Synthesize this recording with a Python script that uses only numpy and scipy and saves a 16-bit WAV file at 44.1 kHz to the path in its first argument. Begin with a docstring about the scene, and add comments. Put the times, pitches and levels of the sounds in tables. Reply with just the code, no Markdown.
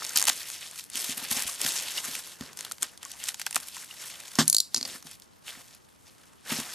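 """Hands unwrap parts from bubble wrap on a wooden table, close below a camera with two microphone ports.
From the start many tiny creases crackle over faint hush, and folds or strips of tape let go in snaps.
Parcels thump and rub the top, sounding its modes; at 4.39 s one lands hard and squashes its wrap.
At once a knife's slider ratchets shut, ringing blade and sheath; at 4.74 s the knife is laid down
and bounces. Lighter crackle and thumps carry on to the end; the room answers with sparse echoes."""
import sys
import numpy as np
from scipy import signal
from scipy.fft import rfft, irfft
from scipy.io import wavfile
from scipy.ndimage import uniform_filter1d

SR = 44100
rng = np.random.default_rng(int(sys.argv[2]) if len(sys.argv) > 2 else 0)


def inscribe(sig):
    """Save sig as 16-bit PCM at rate SR to the path in sys.argv[1].

    A 1-D sig is mono; a 2-D sig holds one channel per row.
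    Samples are clipped to [-1, 1] before scaling.
    """
    pcm = np.round(np.clip(np.atleast_2d(sig).T, -1, 1) * 32767)
    wavfile.write(sys.argv[1], SR, pcm.astype(np.int16))


N = 297234

# colour of the crackle as heard at the ports, with the steep band limit above 14 kHz included:
# (frequency [Hz], level per hertz [dB])
HEARD_CRACKLE = [(240, -25.5), (400, -9), (920, -3), (2300, -3), (3000, 0), (5500, 0.33), (9200, -0.5),
                 (12800, -4.5), (14200, -11), (15300, -26), (15550, -22), (15900, -50.5)]
# large snaps: (time [s], peak level of the top [dB], strongest frequency [Hz],
#               body below 2 kHz relative level [dB])
LARGE_SNAPS = [(0.0445, -19, 5000, -22), (.049, -13.5, 3640, -28), (0.066, -17, 7100, -34),
               (.093, -19.5, 6640, -39), (0.1597, -7, 7300, -22.5), (0.163, -7.5, 4730, -17.5),
               (0.173, -4.5, 12000, -39), (0.1754, -14, 3900, -25), (.1785, -9, 3900, -26),
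               (.186, -6.5, 7300, -30), (0.1973, -7.5, 8800, -37), (.206, -12, 7860, -35),
               (0.216, -8.5, 7240, -19.5), (0.226, -4.5, 7450, -20), (0.24, -11, 7680, -19),
               (0.2537, -8.5, 9100, -27), (0.2708, -8, 5700, -19), (0.2773, -5, 7350, -23),
               (.281, -6.5, 7300, -13.5), (0.284, -1.5, 2770, -18.5), (0.2927, -4.5, 6700, -29),
               (.2962, -7, 6500, -17), (.2988, -6.5, 3980, -11.5), (.5011, -21, 7200, -15),
               (.712, -25, 7900, -31), (0.7962, -21, 2800, -25), (.9006, -22.5, 9000, -29),
               (0.956, -14.5, 3200, -32), (1.0197, -19, 9600, -28), (1.0447, -19, 7660, -37),
               (1.317, -22, 4700, -5), (1.37, -17, 7500, -24), (1.3942, -14, 7100, -20),
               (1.4227, -11, 7700, -26), (1.6155, -7.5, 8650, -41), (1.6637, -10, 3730, -15),
               (2.1525, -17, 2750, -21), (2.4101, -23.5, 3660, -15), (2.5317, -30.5, 4500, -16),
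               (2.573, -20.5, 8250, -32), (2.59, -19.5, 5300, -17), (2.6087, -16, 7200, -21.5),
               (2.649, -21, 3900, -18), (2.7132, -19, 4700, -26), (2.72, -16, 9100, -31),
               (2.783, -28.5, 4020, -15), (2.824, -12, 7700, -39), (2.8298, -4, 8200, -25),
               (2.976, -30, 4040, -26), (3.0305, -24, 7100, -14.5), (3.0512, -22.5, 7400, -26),
               (3.1166, -22.5, 7460, -38), (3.2395, -16, 8000, -27), (3.286, -10.5, 7650, -27),
               (3.2896, -9, 2670, -35), (3.3442, -19.5, 4250, -18), (3.397, -21, 1980, -16),
               (3.4162, -17, 1980, -14), (3.4653, -10.5, 2290, -13), (3.5097, -18.5, 7500, -18),
               (3.528, -19, 2300, -24), (3.5464, -13.5, 7500, -24), (3.5588, -4, 8700, -22),
               (3.5639, -9.5, 1900, -6.5), (3.602, -21.5, 8900, -20), (3.767, -23.5, 7700, -12.5),
               (4.203, -24.5, 9100, -34), (4.3547, -17.5, 5500, -42), (4.365, -43, 9000, -12),
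               (5.026, -31.5, 6440, -15), (5.069, -28.5, 3840, -13), (5.113, -29, 10200, -28),
               (5.199, -34, 10700, -30), (5.2212, -33, 4040, -33), (5.7488, -36, 10600, -19)]
# where the hands work: (time [s], lead of the left port [microseconds])
HANDS_LEAD = [(0, 9), (.8, 2.8), (1.5, 0.76), (2.0, 4), (3.0, 2), (4.0, 3.2), (4.4, 6.9), (5.5, 9.3),
              (6.74, 3.2)]
PLACE_SPREAD_US = 4.2  # microseconds of lead across the sheet
LEAD_IN_S = 0.002  # silence ahead of each burst


def gain_of(db):
    """Amplitude factor of a level."""
    return 10 ** (np.asarray(db) / 20)


def evened(x):
    """Scales to rms 1."""
    return x / np.sqrt(np.mean(x ** 2) + 1e-20)


def read(points, hz):
    """Value of a spectrum table on a log-frequency axis."""
    f, value = np.transpose(points)
    return np.interp(np.log(hz + 1), np.log(f + 1), value)


def at_time(points, s):
    """Value of a two-column table, on straight lines between its rows."""
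    return np.interp(s, *np.transpose(points))


def colour(x, db_of):
    """Filters by a level that depends on frequency."""
    size = x.shape[-1]
    return irfft(rfft(x) * gain_of(db_of(np.fft.rfftfreq(size, 1 / SR))), size)


def band(x, lo_hz, hi_hz):
    """Steep band-pass."""
    return signal.sosfilt(signal.butter(4, [lo_hz, hi_hz], "band", fs=SR, output="sos"), x)


def add(mix, s, sound):
    """Mixes a sound in at a time."""
    part = mix[..., round(s * SR):][..., :sound.shape[-1]]
    part += sound[..., :part.shape[-1]]


def ring(modes, t):
    """Sum of dying sines, each struck with its own strength."""
    return sum(gain_of(db - 60 * t / t60) * np.sin(2 * np.pi * hz * t) for hz, db, t60 in modes)


def ports(x, lead_us):
    """A sound reaches the two microphone ports a few microseconds apart; positive lead is left first."""
    size = x.shape[-1]
    # each port takes half of the lead, as a phase turn
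    turn = np.exp(1j * np.pi * np.fft.rfftfreq(size, 1 / SR) * lead_us / 1e6)
    return irfft(rfft(x) * np.array([turn, 1 / turn]), size)


def burst(t60, noise, tick=5.4):
    """A sharp tick and a dying puff of noise, after a short lead-in."""
    t = np.arange(len(noise)) / SR - LEAD_IN_S
    puff = noise * gain_of(-60 * t / max(t60, .003)) * (t >= 0)
    return puff + tick * (np.arange(len(noise)) == np.argmax(t >= 0))


def body_of(x, body_db, lo_hz, hi_hz):
    """The low part of a burst, at peak level body_db."""
    low = band(x, lo_hz, hi_hz)
    return gain_of(body_db) * low / abs(low).max()


def hush():
    """Steady air of the room and hiss of the microphones: noise partly alike at the two ports."""
    # hush as heard at the end of the microphone chain, which rolls off its top:
    # (frequency [Hz], level per hertz [dB])
    heard_hush = [(18, -48), (30, -20), (43, -11), (70, -2), (189, -1.5), (304, -4), (356, -6.5),
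                  (706, -10), (919, -7.5), (2370, -20.5), (12800, -32), (16200, -45)]
    # likeness of left and right: (frequency [Hz], correlation [-1 to 1])
    likeness = [(60, -0.4), (240, -0.57), (950, -0.51), (3770, 0.44), (15000, -0.49)]
    hz = np.fft.rfftfreq(N, 1 / SR)
    left, other = rfft(rng.standard_normal((2, N)))
    same = np.clip(read(likeness, hz), -1, 1)
    right = same * left + np.sqrt(1 - same ** 2) * other
    spectra = np.array([left, right]) * gain_of(read(heard_hush, hz))
    return gain_of(-58.5) * evened(irfft(spectra, N))


def swell(s, held, db, rise, sag, fall):
    """Power of a gesture every 44 samples: a quick rise, a slow sag while held, then a fall (dB/s)."""
    t = np.arange(N // 44 + 2) * 44 / SR - s
    rising, holding = rise * np.minimum(t, 0), sag * np.clip(t, 0, held)
    falling = fall * np.maximum(t - held, 0)
    return gain_of(db + rising - holding - falling) ** 2


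def handling():
    """Amplitude of crackle and body: moves of the hands and the stir round large snaps add in power."""
    # moves of the hands: (time at full strength [s], held [s], crackle level [dB],
    #                      body below 2 kHz relative level [dB])
    moves = [(0.0, 0.17, -40, -12), (.17, 0.017, -32.5, -20), (0.282, 0.007, -35, -8.5),
             (.33, 0.34, -39, -15.5), (.66, .08, -46.5, -14), (0.783, 0.0067, -39, -19),
             (0.958, 0.17, -32, -16.5), (1.178, .08, -37.5, -11), (1.315, 0.025, -31.5, -13),
             (1.369, 0.033, -29, -14), (1.462, 0.097, -37, -14.5), (1.617, 0.09, -29.5, -14),
             (1.739, 0.25, -33.5, -13.5), (1.973, 0.0057, -32, -13), (2.05, 0.13, -35, -14),
             (2.25, 0.083, -44, -12.5), (2.408, 0.073, -47, -8), (2.48, 0.038, -56.5, 0),
             (2.58, 0.11, -45.5, -13.5), (2.91, 0.044, -57.5, -5), (3.03, 0.23, -47.5, -11),
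             (3.208, 0.026, -41.5, -13.5), (3.27, 0.0086, -40, -14), (3.4, .015, -46.5, -11),
             (3.6, 0.16, -45.5, -12), (3.748, 0.094, -42, -14), (3.9, 0.086, -46.5, -13),
             (4.002, 0.32, -43, -11.5), (4.36, .12, -41, -12.5), (4.751, 0.058, -47.5, -18.5),
             (4.85, 0.11, -42.5, -12.5), (5.07, 0.046, -48.5, -14), (5.472, 0.077, -44.5, -10.5),
             (5.56, 0.046, -49.5, -6), (5.65, .04, -56.5, -12), (5.71, 0.046, -55, -9.5),
             (6.073, 0.0084, -54.5, -9.5), (6.18, 0.16, -62.5, -4), (6.464, 0.011, -47, -5),
             (6.502, 0.096, -31.5, -9.5), (6.64, 0.086, -40, -10.5)]
    rise, sag, settle = 470, 15, 246  # dB/s
    power = [np.outer([1, gain_of(body_db) ** 2], swell(s, held, db, rise, sag, settle))
             for s, held, db, body_db in moves]
    # around each large snap the neighbouring folds crackle too
    stir_db, stir_body_db = -32, -10.5  # relative to the snap, to the stir
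    stir_rise, stir_fall = 899, 339  # dB/s
    power += [np.outer([1, gain_of(stir_body_db) ** 2], swell(s, 0, db + stir_db, stir_rise, 0, stir_fall))
              for s, db, _, _ in LARGE_SNAPS]
    # the film never lies quite still
    rest_db, rest_body_db = -65.5, -15  # body relative to the rest crackle
    level = np.sqrt(sum(power) + gain_of([[rest_db], [rest_db + rest_body_db]]) ** 2)
    return np.array([np.interp(np.arange(N) / 44, np.arange(len(v)), v) for v in level])


def creases(per_s=7000, spread_db=2.0, clump_db=2.15, patch_db=4.0, count=30):
    """Tiny folds all over the sheet buckle in clumps; each gives a few cycles at its own pitch."""
    clumps = evened(uniform_filter1d(uniform_filter1d(rng.standard_normal(N), size=250), size=250))
    sizes = gain_of(spread_db * np.minimum(rng.exponential(1, N), 6) + clump_db * clumps)
    sizes *= (rng.random(N) < per_s / SR) * rng.choice([-1., 1.], N)
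    kind = rng.integers(0, count, N)
    # the balance of pitches drifts: neighbouring ones swell and fade together
    patches = rng.standard_normal((count, N // 256 + 1))
    patches = evened(uniform_filter1d(uniform_filter1d(patches, size=4, axis=0), size=7, axis=1))
    sizes *= gain_of(patch_db * patches[kind, np.arange(N) // 256])
    t, out = np.arange(512) / SR, np.zeros((3, N))
    for k, hz in enumerate(np.geomspace(500, 15000, count)):
        grain = np.sin(2 * np.pi * hz * t + 1) * np.exp(-t * hz / 1.38)
        # equal power per hertz: wide high grains carry more energy
        grain = grain / np.linalg.norm(grain) * np.sqrt(hz)
        # the pitches are dealt in turn to three places on the sheet
        out[k % 3] += signal.oaconvolve(sizes * (kind == k), grain)[:N]
    return out


def crackle(level):
    """Creases over a softer sliding hiss from left, middle and right of the sheet, shaped as heard."""
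    parts = evened(creases()) + gain_of(-5.0) * rng.standard_normal((3, N))
    film = sum(ports(part, side * PLACE_SPREAD_US) for side, part in zip((-1, 0, 1), parts))
    # a small shift in time is the slope of the wave times the shift
    lead_s = at_time(HANDS_LEAD, np.arange(N) / SR) / 1e6
    film = film + np.array([[.5], [-.5]]) * lead_s * SR * np.gradient(film, axis=1)
    film = colour(film, lambda hz: read(HEARD_CRACKLE, hz))
    sheen, body = evened(band(film, 2000, 17000)), evened(band(film, 450, 2000))
    # a parcel squashes its wrap on the table
    landing_s, landing_db, squash_s, t60 = 4.3868, -17.5, 0.022, 0.064
    t = np.arange(N) / SR - landing_s
    landing = gain_of(landing_db - 60 * np.maximum(t - squash_s, 0) / t60) * (t >= 0)
    crunch = band(sheen, 2320, 10200) + gain_of(-5.5) * (sheen + body)
    return level[0] * sheen + level[1] * body + landing * crunch


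def small_snaps(level):
    """Rows like the large snaps, drawn by chance, mostly well above the crackle of the moment."""
    count, over_db, spread_db = 70, 13.5, 1.5
    centre_hz, spread_octaves, body_db = 5420, 0.61, -24
    at, chance = rng.random(count), rng.standard_normal((count, 3))
    db = 20 * np.log10(level[(at * N).astype(int)]) + over_db + spread_db * chance[:, 0]
    hz = centre_hz * 2 ** (spread_octaves * chance[:, 1])
    return list(zip(at * N / SR, db, hz, body_db + 6 * chance[:, 2]))


def snaps(level):
    """A large fold or a strip of tape lets go at once, loudest around one pitch; some pockets ring."""
    # a pocket of film rings: (time [s], level of its lower partial [dB], frequency [Hz], t60 [s])
    pockets = [(.022, -21.5, 1300, 0.01), (1.49, -32, 1140, 0.025), (1.979, -19, 2890, 0.025),
               (2.714, -26.5, 1380, 0.013), (2.827, -27.5, 1490, 0.016), (3.056, -38.5, 1120, 0.042),
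               (3.468, -18.5, 1620, 0.011), (3.91, -32.5, 2850, .03)]
    typical_t60, t60_spread = 0.011, 0.31  # s, spread of its natural logarithm
    rows = LARGE_SNAPS + small_snaps(level)
    out, chance = np.zeros((2, N)), rng.standard_normal((len(rows), 2050))
    for (s, db, loudest_hz, body_db), (place, damp, *noise) in zip(rows, chance):
        x = burst(typical_t60 * np.exp(t60_spread * damp), np.array(noise))

        def snap_colour(hz):
            """The heard crackle's spectrum with a 7 dB hump at the strongest frequency."""
            octaves = np.log2((hz + 1) / loudest_hz)
            return read(HEARD_CRACKLE, hz) + 7 * np.exp(-(octaves / 0.44) ** 2)

        top = band(colour(x, snap_colour), 2300, 21900)
        snap = gain_of(db) * (top / abs(top).max() + body_of(x, body_db, 745, 2070))
        lead_us = at_time(HANDS_LEAD, s) + place * PLACE_SPREAD_US
        add(out, max(s - LEAD_IN_S, 0), ports(snap, lead_us))
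    t = np.arange(4096) / SR
    for s, db, hz, t60 in pockets:
        pocket = ring([(hz, db, t60), (1.3 * hz, db - 9.0, t60)], t)
        add(out, s, pocket * np.minimum(t / 0.00042, 1))
    return out


def table(level):
    """Padded parcels push the wooden top softly and ring its modes; dragging keeps it rumbling."""
    # thumps: (time [s], peak level [dB], frequency near which the top is moved most [Hz],
    #          deep push relative level [dB])
    thumps = [(0.157, -46, 262, -30), (0.29, -45, 270, -34), (0.95, -44, 256, -32), (1.09, -35, 255, -19),
              (1.17, -44, 229, -17), (1.222, -41, 259, -30), (1.311, -35.5, 220, -12),
              (1.365, -37.5, 248, -13), (1.45, -45, 111, -2.5), (1.647, -35.5, 178, -15),
              (2.081, -41, 270, -24), (2.407, -32.5, 244, -12), (3.558, -41, 520, -36),
              (4.386, -14, 214, -56), (4.745, -45, 396, -40), (4.766, -42, 392, -37),
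              (4.775, -39, 265, -38), (4.811, -40, 272, -41), (4.859, -47, 263, -34),
              (4.949, -46, 263, -33), (5.05, -47, 157, -25), (5.57, -49.5, 248, -30),
              (6.518, -26.5, 230, -38), (6.585, -30.5, 217, -20)]
    # modes of the free top: (frequency [Hz], level [dB], t60 [s])
    top_modes = [(120, -9, 0.25), (159.4, 0, 0.21), (233, 2.5, 0.12), (262.7, 1, 0.18), (342.5, -7.5, 0.16),
                 (392, -7, 0.13), (698, 3.5, 0.047), (1060, 3, .07)]
    # how firmly parcels rub the top: (time [s], rumble relative to the body of the crackle [dB])
    contact = [(0, -7), (.7, -11), (1.2, -6.5), (1.9, -10), (2.7, -2.5), (3.3, -14.5), (4.3, -11.5),
               (4.7, -10), (4.77, 6), (5.0, -5), (5.4, -11.5), (6.74, -10)]
    # light pushes come from parcels held against the top, which damp it:
    # (peak level [dB], share of the free ring time [fraction])
    damping = [(-46, 0.57), (-12, 1)]
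    t, out = np.arange(12000) / SR, np.zeros(N)
    chance = rng.standard_normal((len(thumps), len(top_modes)))
    push = np.hanning(round(0.0014 * SR) + 3)
    for (s, db, moved_hz, deep_db), jitter_db in zip(thumps, chance):
        share, struck = at_time(damping, db), []
        for (hz, mode_db, t60), jitter in zip(top_modes, jitter_db):
            nearness = np.exp(-(np.log2(hz / moved_hz) / 0.13) ** 2)
            struck.append((hz, mode_db + jitter + 8 * nearness, t60 * share))
        # a free board cancels its own deepest bass; the legs give way once
        blow = band(np.convolve(push, ring(struck, t))[:len(t)], 148, 3000)
        legs = ring([(70, deep_db, 0.14)], t) * np.minimum(t / 0.0051, 1)
        add(out, s + 0.00099, -gain_of(db) * (blow / abs(blow).max() + legs))
    # for the drag the modes run six times faster: higher and shorter, then kept to the low band
    drag = signal.oaconvolve(rng.standard_normal(N), ring(top_modes, 6 * t))[:N]
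    rumble = evened(band(drag, 127, 576))
    return out + level * gain_of(at_time(contact, np.arange(N) / SR)) * rumble


def knife_clicks():
    """Rows (s, peak dB, brightness dB per octave, body dB, lowest mode dB) for teeth and bounces."""
    # teeth of the slider: (time [s], peak level of the top [dB], body below 3.5 kHz relative level [dB])
    teeth = [(4.4789, -3, -33), (4.4986, -4, -43), (4.5275, -6, -28), (4.5464, -6.5, -23),
             (4.5655, -6, -34), (4.5831, -7, -42), (4.6021, -7, -40)]
    # the knife bounces on the table: (time [s], peak level of the top [dB], brightness [dB per octave])
    bounces = [(4.7449, -8.5, -17), (4.7621, -15, -20), (4.7664, -21, -12), (4.7723, -16, -9),
               (4.779, -15.5, -9), (4.811, -22, -26), (4.8281, -14.5, -12), (4.8513, -22, -21),
               (4.855, -21.5, -27.5)]
    # as the blade slides in, the clicks dull and the lowest mode grows, first tooth to last
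    ends = teeth[0][0], teeth[-1][0]
    clicks = [(s, db, np.interp(s, ends, (17, 9)), body_db, np.interp(s, ends, (-3, 9.5)))
              for s, db, body_db in teeth]
    # duller bounces carry more body
    clicks += [(s, db, tilt, -27.5 - 0.66 * tilt, -7.5) for s, db, tilt in bounces]
    return clicks


def knife():
    """Each tooth of the slider, each bounce on the table rings the blade and its sheath."""
    # modes of blade and sheath, before chance shifts: (frequency [Hz], level [dB], t60 [s])
    blade_modes = [(4430, 13, 0.0044), (5030, 4, 0.0037), (6040, -1.5, 0.0049), (6700, -1.5, 0.007),
                   (7700, -1.5, .005), (8760, -5, 0.0046), (9680, -5.5, 0.0067), (10700, -9.5, 0.0055),
                   (11300, -14, 0.0032), (12940, -12, .004)]
    out, t, rows = np.zeros(N), np.arange(8192) / SR, knife_clicks()
    chance = rng.standard_normal((len(rows), len(blade_modes), 2))
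    noises = rng.standard_normal((len(rows), 8192))
    for (s, db, tilt_db, body_db, lowest_db), shifts, noise in zip(rows, chance, noises):
        struck = []
        for (hz, mode_db, t60), (level_shift, pitch_shift) in zip(blade_modes, shifts):
            struck_db = mode_db + tilt_db * np.log2(hz / 6500) + 2 * level_shift
            struck.append((hz * (1 + 0.032 * pitch_shift), struck_db, t60))
        hz, struck_db, t60 = struck[0]
        struck[0] = (hz, struck_db + lowest_db, t60)
        # a short rattling contact excites the modes; a faint rattle follows
        onset = np.clip((t - LEAD_IN_S) / 0.00069 + 0.35, 0, 1)
        contact = burst(0.013, noise, tick=1.5) * onset
        x = contact + gain_of(-27.0) * burst(0.24, noise[::-1], tick=0)
        top = band(signal.oaconvolve(x, ring(struck, t[:1024]))[:len(t)], 4670, 13700)
        click = top / abs(top).max() + body_of(x, body_db, 300, 3500)
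        add(out, s - LEAD_IN_S, gain_of(db) * click)
    return ports(out, -23)  # microseconds: the right port hears first


def room(x):
    """Sparse taps of random sign, each band dying at its own speed, other taps for each side."""
    # decay of the room: (frequency [Hz], t60 [s])
    decay = [(200, 0.46), (1500, 0.03), (6000, 0.03), (14000, 0.038)]
    taps = np.zeros((2, SR // 2))
    grid = np.arange(60, SR // 2 - 20, 20)
    at = grid + rng.integers(0, 20, (2, len(grid)))
    np.put_along_axis(taps, at, rng.choice([-1., 1.], at.shape), axis=1)
    hz, t, z = signal.stft(taps, SR, nperseg=256)
    dying = z * gain_of(-60 * t / read(decay, hz)[:, None])
    tail = signal.istft(dying, SR, nperseg=256)[1]
    return signal.fftconvolve(x, tail / np.linalg.norm(tail[0]), axes=1)[:, :N]


def scene():
    """Everything sounds close; the room answers faintly."""
    level = handling()
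    near = crackle(level) + snaps(level[0]) + table(level[1]) + knife()
    return near + gain_of(-31) * room(near) + hush()


def record(dry):
    """Scattered treble reaches the ports with opposite sign; port balance and a band limit follow."""
    # echoes off the camera body: (frequency [Hz], level [dB])
    scatter = [(2500, -42), (5000, -18), (8000, -10), (12000, -4)]
    # balance of the ports: (frequency [Hz], left minus right [dB])
    balance = [(4400, -0.03), (7000, 0.5), (9500, 2), (14000, 1.5)]
    t = np.arange(-8, 504) / SR
    echoes = rng.standard_normal(512) * gain_of(-60 * t / .01) * (np.arange(512) > 8)
    scattered = signal.oaconvolve(dry.mean(axis=0), echoes / np.linalg.norm(echoes))[:N]
    heard = dry + np.array([[1], [-1]]) * colour(scattered, lambda hz: read(scatter, hz))
    heard = colour(heard, lambda hz: np.array([[.5], [-.5]]) * read(balance, hz))
    low_pass = signal.firwin(511, 16300, window=("kaiser", 9), fs=SR)  # cutoff in Hz
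    return signal.oaconvolve(heard, low_pass[None], "same", axes=1)


dry = scene()
out = record(dry)
inscribe(out)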